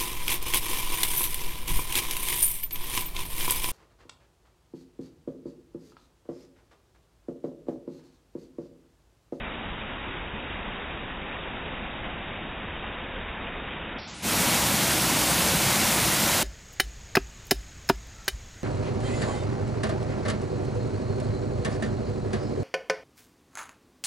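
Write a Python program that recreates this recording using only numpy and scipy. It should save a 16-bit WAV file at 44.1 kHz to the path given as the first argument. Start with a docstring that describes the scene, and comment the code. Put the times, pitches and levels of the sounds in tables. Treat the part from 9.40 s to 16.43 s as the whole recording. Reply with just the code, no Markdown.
"""A dull, muffled rush of water over a deep rumble comes first. Near 4.6 s it dips briefly
while the treble opens, then it swells to a bright, loud rush. The water spills over stone
ledges into a pool: falling sheets pound the pool, bubbles ring in the foam and spray
patters on stone. Both ears hear the same sound."""
import sys
import numpy as np
from scipy import signal
from scipy.fft import rfft, irfft, next_fast_len
from scipy.io import wavfile
from scipy.ndimage import uniform_filter1d, map_coordinates

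SR = 44100
rng = np.random.default_rng(int(sys.argv[2]) if len(sys.argv) > 2 else 0)


def waveform_to_disk(signal):
    """Save audio, clipped to [-1, 1], as 16-bit WAV at the path in sys.argv[1]."""
    frames = np.transpose(np.atleast_2d(signal))
    scaled = np.clip(frames, -1, 1) * 32767
    samples = np.round(scaled).astype(np.int16)
    wavfile.write(sys.argv[1], SR, samples)


N = 310023
TIME = np.arange(N) / SR
BASS_SURGE_DB, FOAM_SURGE_DB = 0.24, 0.25  # how much the flow sways the level

# The steps in which the treble opens during the dip: start_s, top_hz
TREBLE_STEPS = [(4.584, 5720), (4.675, 7830), (4.743, 10100), (4.785, 11600)]


def amp(db):
    """Turn decibels into a gain to multiply by."""
    return 10 ** (np.asarray(db) / 20)


def unit(x):
    """Scale a signal to an average (rms) level of 1."""
    return x / np.sqrt(np.mean(x ** 2) + 1e-20)


def wobble(per_s):
    """A smooth curve through per_s random values a second."""
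    return map_coordinates(rng.standard_normal(int(N * per_s / SR) + 4), [TIME * per_s])


def filtered(x, gain_at):
    """Turn each frequency of x up or down by gain_at(hz)."""
    size = next_fast_len(N + SR // 2)
    return irfft(rfft(x, size) * gain_at(np.fft.rfftfreq(size, 1 / SR)), size)[:N]


def coloured(x, tone):
    """Shape x by a tone curve, whose rows say how strong each pitch is next to the others."""
    pitch_hz, level_db = np.transpose(tone)
    return filtered(x, lambda hz: amp(np.interp(np.log(hz + 1), np.log(pitch_hz + 1), level_db)))


def low_pass(x, top_hz):
    """Cut away the sound above top_hz with a steep edge."""
    return filtered(x, lambda hz: .5 - .5 * np.tanh((hz / top_hz - 1) * 300))


def switch_on(start_s):
    """A gain that goes quickly but smoothly from 0 to 1 at start_s."""
    return .5 + .5 * np.tanh((TIME - start_s) / .002)


def fade_out(start_s, decay_s):
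    """A gain that holds at 1, then falls to about a third every decay_s."""
    return np.exp(-np.maximum(TIME - start_s, 0) / decay_s)


def flow(level_db, surge_db):
    """The gain of a steady flow that surges slightly at random."""
    return amp(level_db + surge_db * wobble(per_s=4.3))


def rumble():
    """Deep noise that lies under the muffled water."""
    # Tone of the rumble: pitch_hz, level_db
    rumble_tone = [(7.1, -39), (12, -8.5), (38, -1.5), (90, -6.5), (120, -52.5), (200, -120)]
    return unit(coloured(rng.standard_normal(N), rumble_tone))


def bubbles(low_hz, high_hz, cycles, rise, spread_db, count):
    """Bubbles of random size ring and fade, rising in pitch as they near the surface."""
    when, pitch, size = rng.random((count, 3)).T[:, :, None]
    hz = low_hz * (high_hz / low_hz) ** pitch
    t = np.arange(int(2 * cycles / low_hz * SR)) / SR
    age = t * hz / cycles  # at age 1 a bubble has nearly died away
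    # High bubbles ring briefly, so they start stronger to keep the energy per Hz even.
    strength = hz * amp(-spread_db * np.log(np.maximum(size, .01)))
    glide = 1 + rise * np.minimum(age, 2) / 2
    ring = strength * np.exp(-np.pi * age) * np.sin(2 * np.pi * hz * t * glide)
    index = (when * N).astype(int) + np.arange(len(t))
    return unit(np.bincount(index.ravel(), ring.ravel(), N)[:N])


def spray(clump_db, count):
    """Droplets tick on stone and water, in clumps as the sheet tears."""
    when, size = rng.random(count), rng.uniform(-1.18, 1, count)
    ticks = np.bincount((when * N).astype(int), size, N)
    return unit(ticks * amp(clump_db * wobble(per_s=60)))


def churn(patchy_db):
    """Countless splashes merge into a hiss with short louder and softer patches."""
    hiss = signal.stft(rng.standard_normal(N), nperseg=256)[2]
    patches = uniform_filter1d(rng.standard_normal(hiss.shape), size=5, axis=0)  # smooth over pitch
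    patches = uniform_filter1d(patches, size=16, axis=1)  # smooth over time
    splashes = signal.istft(hiss * amp(patchy_db * unit(patches)), nperseg=256)[1]
    return unit(splashes[:N])


def plunge(tone, pocket_db, throb_db):
    """The falling sheets pound the pool and drive down pockets of air that boom."""
    pockets = bubbles(low_hz=80.3, high_hz=429, cycles=7, rise=0.068, spread_db=2.5, count=900)
    pounding = rng.standard_normal(N) + amp(pocket_db) * pockets
    throb = amp(throb_db * wobble(per_s=13))
    return unit(coloured(pounding * throb, tone))


def rush(tone, patchy_db, bubble_db, fizz_db, spray_db, flutter_db):
    """Foam, ringing bubbles, fizz and spray flutter together with the flow."""
    foam = churn(patchy_db)
    ringing = bubbles(low_hz=450.6, high_hz=3540, cycles=27, rise=.06, spread_db=1.5, count=1100)
    fizz = bubbles(low_hz=3430, high_hz=13000, cycles=14, rise=.1, spread_db=2.5, count=4000)
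    patter = spray(clump_db=1.5, count=16000)
    water = foam + amp(bubble_db) * ringing + amp(fizz_db) * fizz + amp(spray_db) * patter
    flutter = amp(flutter_db * wobble(per_s=25))
    return unit(coloured(water * flutter, tone))


def dull_fall():
    """The falling water with no treble, over a deep rumble."""
    # Tone of the muffled pounding in the pool: pitch_hz, level_db
    pool_tone = [(53, -41), (90, -9.5), (102, -6), (124, -4), (220, -1.5), (302, -6), (344, -5),
                 (420, -9.5), (550, -48), (920, -120)]
    # Tone of the muffled foam: pitch_hz, level_db
    foam_tone = [(250, -38), (420, -6.5), (544, -3.5), (607, -6), (660, -4.5), (710, -5), (954, -5.5),
                 (1250, -7.5), (1960, -7), (2110, -8.5), (2560, -8), (3340, -11.5), (3800, -13),
                 (4940, -54), (8360, -120)]
    pool = flow(-41.9, BASS_SURGE_DB) * plunge(pool_tone, pocket_db=-23.5, throb_db=0.2)
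    foam = flow(-37, FOAM_SURGE_DB) * rush(
        foam_tone, patchy_db=0.8, bubble_db=-19, fizz_db=-20.5, spray_db=-11.5, flutter_db=0.03)
    deep = flow(-42.8, BASS_SURGE_DB) * rumble()
    return low_pass(pool + foam + deep, top_hz=3840)


def bright_fall():
    """The falling water with all its hiss and a fuller plunge."""
    # Tone of the full pounding in the pool: pitch_hz, level_db
    pool_tone = [(15, -57), (25, -37), (34, -9), (45, -13), (59, -2), (97, -3.5), (193, -0.5), (288, -5.5),
                 (328, -2), (360, -7), (420, -8.5), (550, -47), (920, -120)]
    # Tone of the bright foam: pitch_hz, level_db
    foam_tone = [(250, -33), (420, -11.5), (453, -5.5), (502, -2.5), (941, -2.5), (1210, -5.5),
                 (1490, -4.5), (1680, -6.5), (2240, -5), (2450, -6.5), (3720, -7), (5240, -9), (7280, -8.5),
                 (11100, -10.5), (14900, -14)]
    pool = flow(-30.5, BASS_SURGE_DB) * plunge(pool_tone, pocket_db=-20.5, throb_db=0)
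    foam = flow(-23.5, FOAM_SURGE_DB) * rush(
        foam_tone, patchy_db=0.83, bubble_db=-22, fizz_db=-13, spray_db=-11.5, flutter_db=0.2)
    return pool + foam


def dip(water):
    """The water turned down low; it comes in at the first treble step and brightens with each."""
    # How far each pitch is turned down: pitch_hz, level_db
    dip_tone = [(100, -16), (1000, -16.5), (5000, -16), (7500, -20), (11000, -21)]
    quiet = coloured(water, dip_tone)
    gates = [switch_on(start_s) for start_s, _ in TREBLE_STEPS] + [0]
    steps = zip(TREBLE_STEPS, gates, gates[1:])
    return sum(low_pass(quiet, top_hz) * (gate - next_gate) for (_, top_hz), gate, next_gate in steps)


def scene():
    """Muffled water, a short dip, then a fast swell to the bright rush."""
    bright = bright_fall()
    muffled = dull_fall() * fade_out(start_s=TREBLE_STEPS[0][0], decay_s=.025)
    held_back = fade_out(start_s=4.82, decay_s=0.049)  # the rush swells as this falls
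    water = muffled + held_back * dip(bright) + (1 - held_back) * bright
    return np.array([water, water])


def record(dry):
    """Cut away the very highest treble."""
    return np.array([low_pass(channel, top_hz=15330) for channel in dry])


dry = scene()
out = record(dry)
waveform_to_disk(out)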